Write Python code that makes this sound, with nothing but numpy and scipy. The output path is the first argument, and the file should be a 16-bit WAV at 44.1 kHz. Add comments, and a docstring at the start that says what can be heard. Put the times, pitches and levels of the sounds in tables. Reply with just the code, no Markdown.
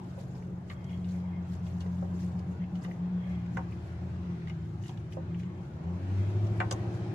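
"""Under a parked car, two microphone ports close to a hand that turns a socket on a bolt. From the
start the street washes in from afar and an engine drones nearby through its exhaust pipe. Skin rubs on
metal, the thread hums, the socket clicks, and dull knocks ring through the bodywork. Around three
seconds the drone slows and recovers. A second engine comes into earshot; near six seconds, as the drone
fades, it revs up and pulls away, and the hardest knock and clicks land over it."""
import sys
import numpy as np
from scipy import signal
from scipy.fft import rfft, irfft, next_fast_len
from scipy.io import wavfile
from scipy.ndimage import uniform_filter1d

SR = 44100
rng = np.random.default_rng(int(sys.argv[2]) if len(sys.argv) > 2 else 0)


def store_wav(level_fs):
    """Save 16-bit WAV to argv[1]."""
    pcm = np.round(np.clip(np.atleast_2d(level_fs), -1, 1) * 32767)
    wavfile.write(sys.argv[1], SR, pcm.T.astype(np.int16))


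N = 314874


def gain_of(db):
    """Decibels to gain."""
    return 10 ** (np.asarray(db) / 20)


def unit_rms(x):
    """Scales to rms 1."""
    return x / np.sqrt(np.mean(x ** 2) + 1e-20)


def at_hz(points, hz):
    """Reads a spectrum on a log-frequency axis."""
    f, value = np.transpose(points)
    return np.interp(np.log(hz + 1), np.log(f + 1), value)


def curves(rows):
    """A gain that fades within 50 ms outside a timed table, and the table's columns at every sample."""
    s, *columns = np.transpose(rows)
    t = np.arange(N) / SR
    fade = np.clip(1 + np.minimum(t - s[0], s[-1] - t) * 20, 0, 1)
    return fade, [np.interp(t, s, c) for c in columns]


def patchy_noise(field_db, size, patchy_db):
    """Two unrelated noises, together of rms 1, shaped by field_db(hz, s) and broken into patches."""
    frames, hz = 4 * N // size + 5, np.fft.rfftfreq(size, 1 / SR)[:, None]
    a, b, c, d, patches = rng.standard_normal((frames, len(hz), 5)).T
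    patches = unit_rms(uniform_filter1d(uniform_filter1d(patches, size=9, axis=0), size=9, axis=1))
    shape = gain_of(field_db(hz, np.arange(frames) * size / 4 / SR) + patchy_db * patches)
    spectra = np.array([a + 1j * b, c + 1j * d]) * shape
    return unit_rms(signal.istft(spectra, nperseg=size, noverlap=3 * size // 4)[1][:, :N])


def street():
    """Distant tyre and engine wash; the bass swells less than the middle."""
    # Colour of the wash. Each row: frequency in Hz, relative level in dB.
    wash = [(12, -47), (20, -30.5), (32, -27.5), (45, -24), (62, -14), (85, -6.5), (125, -7.5), (176, -6),
            (197, -6.5), (246, -14), (344, -12), (455, -20.5), (841, -21), (1310, -28.5), (1550, -29),
            (6630, -53), (12200, -71.5), (15700, -102.5)]
    # Passing traffic. Each row: time in seconds, relative level in dB, brightening in dB per octave.
    traffic = [(0.0, -48, -0.5), (0.54, -48, -2.5), (1.69, -47, -0.5), (1.93, -45.5, -2), (4.36, -48, 2),
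               (4.65, -51.5, 1.5), (5.809, -47, 0), (6.18, -44.5, 2), (6.5, -45, 2), (6.72, -43, 1.5),
               (7.14, -44, 2)]
    s, level_db, bright_db = np.transpose(traffic)

    def field_db(hz, t):
        swell_share = np.clip(np.log2((hz + 1) / 60), 0, 2) / 2
        swell_db = np.interp(t, s, level_db) - level_db.mean()
        treble_octaves = np.maximum(np.log2((hz + 1) / 700), 0)
        return at_hz(wash, hz) + swell_share * swell_db + treble_octaves * np.interp(t, s, bright_db)

    return gain_of(-45.5) * patchy_noise(field_db, size=2048, patchy_db=2.0)


def drift(top_hz):
    """Slow random wander of rms 1."""
    t = np.arange(0, N + 512, 512) / SR
    rates = np.geomspace(top_hz / 8, top_hz, num=12)
    slow = sum(np.sin(2 * np.pi * (f * t + rng.random())) / np.sqrt(f) for f in rates)
    return np.interp(np.arange(N) / SR, t, unit_rms(slow))


def engine_cycles(speed, order, beat_s):
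    """Rate in Hz and running count of engine cycles, zero at beat_s, from the pitch of one order."""
    _, (order_hz,) = curves(speed)
    hz = uniform_filter1d(order_hz, size=4000) / order
    count = np.cumsum(hz) / SR
    return hz, count - count[round(beat_s * SR)]


def engine_order(turns, db, waver_db):
    """One tone wavering about rms level db; the second row is its echo, a quarter turn away."""
    phase = 2 * np.pi * turns
    level = np.sqrt(2) * gain_of(db + waver_db * drift(top_hz=5))
    return level * np.array([np.cos(phase), np.sin(phase)])


def droning_engine(pipe_hz=177.1):
    """A nearby engine; its orders light up as they slide through the exhaust pipe's resonance."""
    # The drone. Each row: time in seconds, 11th order in dB, pipe in dB, resonance width in Hz.
    levels = [(0, -67, -47, 6), (.5, -53, -42, 8), (.8, -46, -45.5, 5.1), (.93, -44.5, -40, 5),
              (1.1, -44, -34.5, 4.5), (1.3, -42, -35, 5.7), (1.5, -42.5, -39.5, 9.8),
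              (1.8, -38.5, -36.5, 9.6), (2.15, -40, -35.5, 8), (2.35, -41.5, -35, 13), (2.65, -46, -36, 12),
              (2.85, -50, -36, 9.1), (3.15, -59, -32.5, 5.5), (3.35, -41.5, -34.5, 3),
              (3.55, -52, -43, 3.9), (4.05, -42, -44.5, 9), (4.7, -49.5, -49.5, 4.4), (5, -50, -60, 8),
              (5.3, -44, -45.5, 5), (5.6, -46.5, -40.5, 13), (5.8, -66, -65, 6)]
    # Engine speed. Each row: time in seconds, pitch of the 11th order in Hz.
    speed = [(0, 89.5), (.5, 89.5), (1, 90), (1.5, 88.4), (2, 89.6), (2.4, 89.2), (2.7, 86.8), (2.9, 84),
             (3.15, 81.8), (3.5, 80), (3.8, 81.5), (4.05, 84.1), (4.4, 87), (4.7, 88), (5, 85), (5.3, 87.5),
             (5.6, 91.5)]
    # Weaker tones. Each row: order of the engine cycle, level in dB.
    minor_orders = [(10, -57), (12, -56), (13, -54), (14, -54), (16, -49), (17, -56), (18, -58)]
    fade, (hum_db, pipe_db, width_hz) = curves(levels)
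    hz, count = engine_cycles(speed, order=11, beat_s=2.59)
    response = {k: 1 / (1 + 2j * (k * hz - pipe_hz) / width_hz) ** 2 for k in range(19, 27)}
    total = np.sqrt(sum(abs(g) ** 2 for g in response.values()))
    pipe = sum(abs(g) / total * engine_order(k * count + np.angle(g) / (2 * np.pi), pipe_db, waver_db=1.6)
               for k, g in response.items())
    minor = sum(engine_order(k * count + rng.random(), db, waver_db=2.5) for k, db in minor_orders)
    hum = engine_order(11 * count, hum_db, waver_db=1.1)
    return fade * (hum + pipe + minor)


def strokes(rows, rise=0.77, fall=1.07):
    """Gain of hand strokes; each swells 10 dB in rise * reach seconds and sinks 10 dB in fall * reach."""
    t = np.arange(0, N + 64, 64) / SR
    power = sum(gain_of(db - 10 * np.where(t < s, (s - t) / rise, (t - s) / fall) / reach) ** 2
                for s, db, reach in rows)
    return np.interp(np.arange(N) / SR, t, np.sqrt(power))


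def skin_rubbing(grain_db=1.5, grain_s=0.004, rest_db=-76.5):
    """Friction hiss of skin that catches and slips on metal; the hand never lies quite still."""
    # Colour of the friction. Each row: frequency in Hz, relative level in dB.
    colour = [(700, -12), (2000, 2.5), (4000, -0.5), (7000, 0), (8500, -9.5), (12000, -10.5),
              (15500, -23.5)]
    # Strokes of the hand. Each row: peak time in seconds, level in dB, reach in seconds.
    rubs = [(.1, -70, 0.15), (.2, -60.5, 0.037), (.36, -69.5, 0.1), (.71, -63, 0.04), (.92, -70, 0.12),
            (1.12, -62.5, 0.07), (1.5, -68, 0.06), (1.535, -61.5, 0.035), (1.68, -64, 0.06),
            (1.81, -64, 0.059), (1.94, -70.5, 0.2), (2.21, -59, 0.08), (2.39, -71, 0.035),
            (2.52, -72.5, 0.084), (2.76, -69.5, .04), (2.842, -56.5, 0.02), (2.92, -68, 0.036),
            (3.31, -70, 0.06), (3.55, -71, 0.07), (3.72, -70, .04), (3.86, -70, 0.064), (4.49, -68, 0.02),
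            (4.66, -79, 0.1), (4.87, -59.5, 0.05), (5.13, -61, 0.02), (5.33, -67.5, 0), (5.4, -64, 0.02),
            (5.64, -76, .06), (5.97, -79, 0.3), (6.19, -68, 0.085), (6.3, -66, 0.034), (6.46, -68.5, .07),
            (6.58, -65, 0.063), (6.76, -70, 0.1), (6.95, -65, 0.03)]
    hiss = patchy_noise(lambda hz, t: at_hz(colour, hz) - 60 * (hz < 500), size=256, patchy_db=2.5)
    slip = unit_rms(uniform_filter1d(rng.standard_normal(N), size=round(grain_s * SR)))
    grains = unit_rms(gain_of(grain_db * slip))
    return (strokes(rubs) * grains + gain_of(rest_db)) * hiss


def thread_hum():
    """The bolt's thread hums as the socket turns: resonances fed by noise."""
    # Thread resonances. Each row: frequency in Hz, width in Hz, relative level in dB.
    resonances = [(1160, 200, -8), (1650, 400, -9), (2130, 200, -1), (2480, 250, -7), (3250, 190, -4)]
    # Turns of the socket. Each row: peak time in seconds, level in dB, reach in seconds.
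    turns = [(.79, -63, 0.1), (.93, -58, 0.1), (1.33, -63, 0.2), (2.62, -60.5, 0.02), (3.28, -58, 0.14),
             (4.56, -71, 0.2), (5.44, -67, 0.3), (6.23, -58.5, .09)]

    def ring_db(hz, t):
        power = sum(gain_of(2 * db) / (1 + (2 * (hz - f) / width) ** 2) ** 2 for f, width, db in resonances)
        return 10 * np.log10(power)

    return strokes(turns) * patchy_noise(ring_db, size=1024, patchy_db=4.0)


def ringing(modes, centre_hz, spread, t, skirt_db=9, brighten_db=2, build_s=0.00083):
    """Struck modes ring most near the blow's colour, each at its own angle to the ports."""
    side, ring = np.array([[0.5], [-0.5]]), 0
    for hz, db, t60, pan_db, lead in modes:
        octaves = np.log2(hz / centre_hz)
        # High modes take more of a hard contact; one spread off centre costs skirt_db.
        level = gain_of(db + brighten_db * octaves - skirt_db * (octaves / spread) ** 2 + side * pan_db)
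        ring += level * gain_of(-60 * t / t60) * np.sin(2 * np.pi * hz * t + side * lead)
    return ring * (1 - np.exp(-t / build_s))


def blows(events, modes, dense_db, dense_turns, own_db, own_turns, rattle_db, crack_db, crack_s=0.0012):
    """Each blow is a sharp contact and a short rattle that ring the metal; turns are cycles per t60."""
    out, t = np.zeros((2, N + SR)), np.arange(SR // 4) / SR
    ring_t = t[:SR // 6]
    for s, db, centre_hz, spread, t60 in events:
        rattle = rng.standard_normal(len(t)) * gain_of(-60 * t / t60)
        force = (t == 0) + gain_of(rattle_db) * rattle / np.linalg.norm(rattle)
        # The contact rings at its own pitch, among many short-lived modes of the parts around.
        own_mode = (centre_hz, own_db, own_turns / centre_hz, 1.0, -0.6)
        place, pan, lead = rng.uniform(-2, 2, size=(3, 60))
        dense_hz = np.minimum(centre_hz * 2 ** (spread * place), SR / 3)
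        dense = [(f, dense_db, dense_turns / f, 3 * p, a * np.pi / 2) for f, p, a in zip(dense_hz, pan, lead)]
        ring = ringing([*modes, own_mode, *dense], centre_hz, spread, ring_t)
        # The bare contact cracks before anything rings.
        crack = rng.standard_normal((len(ring_t), 2)).T * np.exp(-ring_t / crack_s)
        crack = signal.sosfilt(signal.butter(2, centre_hz, fs=SR, output="sos"), crack)
        ring += gain_of(crack_db) * crack * np.linalg.norm(ring) / np.linalg.norm(crack)
        sound = signal.fftconvolve(force[None], ring, axes=1)[:, :len(t)]
        # Soft contact dulls what lies far from the colour.
        edges_hz = np.clip(centre_hz * 2 ** (1.3 * spread * np.array([-1, 1])), 100, 12500)
        sound = signal.sosfilt(signal.butter(3, edges_hz, "band", fs=SR, output="sos"), sound)
        at = round(s * SR)
        out[:, at:at + len(t)] += gain_of(db) * sound / abs(sound).max(axis=1).mean()
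    return out[:, :N]


def body_knocks(spread_octaves=0.684, octaves_per_db=0.036):
    """Dull knocks through the bodywork; a harder knock rings a wider band."""
    # The knocks. Each row: start in seconds, peak in dB, colour centre in Hz, rattle t60 in seconds.
    knocks = [(.176, -38.5, 612, .12), (1.861, -42, 517, .065), (2.025, -32.5, 545, 0.1),
              (2.389, -47, 480, .13), (2.88, -39.5, 576, .19), (3.57, -25, 1200, 0.085),
              (3.583, -31, 858, 0.09), (4.25, -48.5, 448, .1), (4.893, -42.5, 800, .033),
              (5.169, -30.5, 560, .15), (5.87, -47.5, 600, .15), (6.602, -19, 1400, 0.085),
              (6.613, -26, 1200, 0.086), (6.711, -29.5, 874, 0.072), (6.722, -30.5, 747, 0.072)]
    # Bodywork modes. Each row: frequency in Hz, level in dB, t60 in seconds, left over right in dB,
    # left lead in radians.
    modes = [(360, 0, 0.082, 1, .3), (539, 9.5, 0.061, -2, 1), (748, 1.5, 0.095, -3.5, .3),
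             (924, 2, .07, -3, -2.5), (1060, -4, .1, -2, -1), (1147, -0.5, .075, 0, 1),
             (1498, 4.5, 0.061, 3.5, -0.9), (1815, -3.5, .06, 0.5, -1.6), (2003, -0.5, 0.038, -1, 0.2),
             (2320, -7.5, .045, 3, 0), (2850, -12, 0.041, 13, 0), (3300, -16, 0.039, 3, 0)]
    events = [(s, db, hz, spread_octaves + octaves_per_db * (db + 40), t60) for s, db, hz, t60 in knocks]
    return blows(events, modes, dense_db=-9.0, dense_turns=78.0, own_db=-12.5, own_turns=34.0,
                 rattle_db=-5.0, crack_db=-10.0)


def socket_clicks():
    """The socket clicks on the bolt and rings, bright and brief."""
    # The clicks. Each row: start in seconds, peak in dB, colour centre in Hz, spread in octaves,
    # rattle t60 in seconds.
    clicks = [(.424, -51.5, 2230, 0.73, .04), (.6985, -40, 3000, 0.91, 0.046), (.701, -38, 1870, .9, .07),
              (.705, -43, 1190, .5, .05), (.713, -42, 1860, 1.25, .06), (.843, -53, 6060, 1.2, .03),
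              (0.894, -51, 2880, 0.42, .16), (.93, -49.5, 2880, 0.45, .1), (.946, -51, 2100, 0.71, .05),
              (.975, -56, 4500, 1.2, 0.028), (1.044, -50.5, 3570, 0.54, 0.14), (1.089, -50, 4370, 1, .05),
              (1.54, -55, 7000, 1.3, .03), (1.666, -48, 3430, 1.4, .08), (1.806, -43, 4380, 1.2, .07),
              (1.862, -50.5, 2620, 1.2, .05), (2.393, -51.5, 5030, 1.3, .03),
              (2.638, -50, 2500, 0.35, 0.069), (2.754, -49, 3000, 1.1, .065), (2.82, -54, 4830, .15, 0.025),
              (2.829, -52, 6500, 1.4, .05), (2.841, -49, 1800, 0.57, .03), (2.847, -38, 1980, 1.24, .08),
              (2.912, -43.5, 2070, .6, 0.023), (3.462, -52, 2520, 1.6, .03), (3.571, -46.5, 6240, 1.3, .06),
              (3.722, -47, 2400, 0.39, 0.053), (4.421, -49.5, 1930, 0.57, .045),
              (4.472, -40.5, 2020, 1.4, 0.066), (4.481, -47, 2200, 1.6, .03),
              (4.497, -39, 2040, 1.35, 0.046), (4.826, -56, 6500, .35, .15), (4.837, -47, 2930, 1, .1),
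              (4.859, -46, 2860, .9, 0.043), (4.881, -45, 4800, 1.2, .04), (4.893, -42.5, 3300, 1.24, .04),
              (4.974, -50, 3300, 1.1, .04), (5.123, -46.5, 2430, 0.42, 0.068),
              (5.345, -44.5, 2400, 0.3, .04), (5.399, -51, 2420, .37, 0.066), (5.433, -49, 2200, 1.7, .035),
              (6.469, -49, 4000, 1.1, .035), (6.602, -49.5, 7270, 0.22, 0.044),
              (6.7105, -27, 6000, .65, 0.034), (6.7115, -30, 3170, 0.75, .04),
              (6.7245, -29.5, 6500, 1.2, .035)]
    # Socket modes. Each row: frequency in Hz, level in dB, t60 in seconds, left over right in dB,
    # left lead in radians.
    modes = [(1190, 0, .035, 1.5, 0.5), (1520, -5.5, 0.022, 0.5, 4), (2040, -2.5, 0.023, 1, -1.5),
             (2455, -5.5, .018, 3, -2.5), (2918, -1.5, 0.023, 9, 1.4), (3300, -5, 0.015, 1.5, 2),
             (3680, -3.5, .018, -1, 1.5), (4780, -6, .014, 3, 2.5), (5440, -5.5, 0.016, 2, 3),
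             (6000, -0.5, 0.0098, 2, 0.4), (6560, -1, 0.0096, 7, -0.8), (7500, -1, 0.0091, 0, -1.5),
             (8880, -1.5, .005, -4, 0.5), (11500, -6, 0.0048, -2.5, -1)]
    return blows(clicks, modes, dense_db=-6.5, dense_turns=25.7, own_db=4.5, own_turns=32.0,
                 rattle_db=1.5, crack_db=-6.0)


def revving_engine(earshot_s=3.75, throttle_s=5.83):
    """A second engine pulls away: firing harmonics, and the throb of eight uneven firings a cycle."""
    # Engine speed. Each row: time in seconds, firing rate in Hz.
    speed = [(3.5, 58.4), (3.8, 59.1), (4.15, 61.7), (4.4, 55.7), (4.65, 53.3), (4.9, 51.5), (5.15, 54.7),
             (5.35, 56.5), (5.5, 62.6), (5.65, 70.7), (5.8, 81.7), (5.95, 89.7), (6.15, 96.6),
             (6.35, 101.8), (6.55, 106.8), (6.75, 110.3), (6.95, 113.0), (7.1, 113.6)]
    # The exhaust with the throttle shut. Each row: pitch of a firing harmonic in Hz, level in dB.
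    exhaust = [(52, -80), (58, -76), (63, -60), (82, -48), (92, -45), (112, -46), (124, -48), (155, -45.5),
               (176, -39), (188, -50), (205, -61), (250, -59), (280, -51), (305, -60.5), (340, -53.5)]
    # Colour of the throb. Each row: frequency in Hz, relative level in dB.
    throb_colour = [(35, -38.5), (50, -23), (70, -14.5), (90, 1), (125, -2.5), (150, -9), (185, -2.5),
                    (250, -25.5), (290, -18.5), (350, -4.5), (450, -29.5), (800, -22)]
    t = np.arange(N) / SR
    hz, count = engine_cycles(speed, order=8, beat_s=6.885)  # the throb peaks at beat_s
    approach_db = 30 * np.minimum(t - earshot_s, 0)
    # The throttle snaps open and lifts the firing tone; the throb grows more slowly under load.
    lift_db = 12.3 * np.clip((t - throttle_s) / 0.045, 0, 1)
    throb_db = -56 + 12 * np.clip((t - throttle_s) / 0.65, 0, 1)
    firing = sum(engine_order(k * count, at_hz(exhaust, k * hz) + lift_db * share, waver_db=2.5)
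                 for k, share in [(8, 1.0), (16, 0.37), (24, 0.0)])
    orders = [k for k in range(5, 60) if k % 8 or k > 24]
    offsets = rng.random(len(orders)) * (np.array(orders) > 10)  # only the low orders stay in step
    throb = sum(engine_order(k * count + offset, throb_db + at_hz(throb_colour, k * hz), waver_db=1.5)
                for k, offset in zip(orders, offsets))
    return gain_of(approach_db) * (firing + throb)


def microphone_ports(field, left_lag_s=0.0001):
    """The left port hears the field's first row; the right mixes in the second, unrelated reflections."""
    # Likeness of the two ports. Each row: frequency in Hz, correlation from -1 to 1.
    likeness = [(30, 1), (130, 0.97), (200, 0.99), (370, 0.81), (640, 0.55), (1150, -0.2), (1800, -0.15),
                (2700, 0.15), (4000, 0.055), (15000, 0.23)]
    # Balance of the ports. Each row: frequency in Hz, left over right in dB.
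    balance = [(30, 5.5), (125, 0), (300, 3), (600, -3), (1100, 2.5), (2500, 1.5), (5000, 2.5),
               (9000, -1.5), (15000, 0)]
    size = next_fast_len(N + 4096)
    hz = np.fft.rfftfreq(size, 1 / SR)
    direct, reflected = rfft(field, size)
    same = np.clip(at_hz(likeness, hz), -1, 1)
    left = direct * np.exp(-2j * np.pi * hz * left_lag_s)  # the street lies nearer the right port
    right = same * direct + np.sqrt(1 - same ** 2) * reflected
    tilt = gain_of(at_hz(balance, hz) / 2)
    return irfft(np.array([left * tilt, right / tilt]), size)[:, :N]


def underbody_echo(x, echo_db=-15.5, low_t60=0.13, treble_t60=0.07, rise_s=0.006):
    """The gap between floor pan and concrete scatters each blow into short echoes, unlike at each port."""
    t = np.arange(SR // 3) / SR
    taps = rng.standard_normal((2, len(t))) * (1 - np.exp(-t / rise_s))
    low = signal.sosfilt(signal.butter(2, 2500, fs=SR, output="sos"), taps)
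    treble = (taps - low) * gain_of(-60 * t / treble_t60)
    low *= gain_of(-60 * t / low_t60)
    response = (low + treble) / np.linalg.norm(low[0])
    return x + gain_of(echo_db) * signal.oaconvolve(x, response, axes=1)[:, :N]


def scene():
    """Engines, street and friction through the port pair; the close blows echo under the car."""
    close = socket_clicks() + body_knocks()
    field = droning_engine() + revving_engine() + street() + skin_rubbing() + thread_hum()
    return microphone_ports(field) + underbody_echo(close)


def record(dry):
    """A steep band limit at 15750 Hz."""
    lowpass = signal.firwin(1023, 15750, window=("kaiser", 9), fs=SR)
    return signal.oaconvolve(dry, lowpass[None], "same")


dry = scene()
out = record(dry)
store_wav(out)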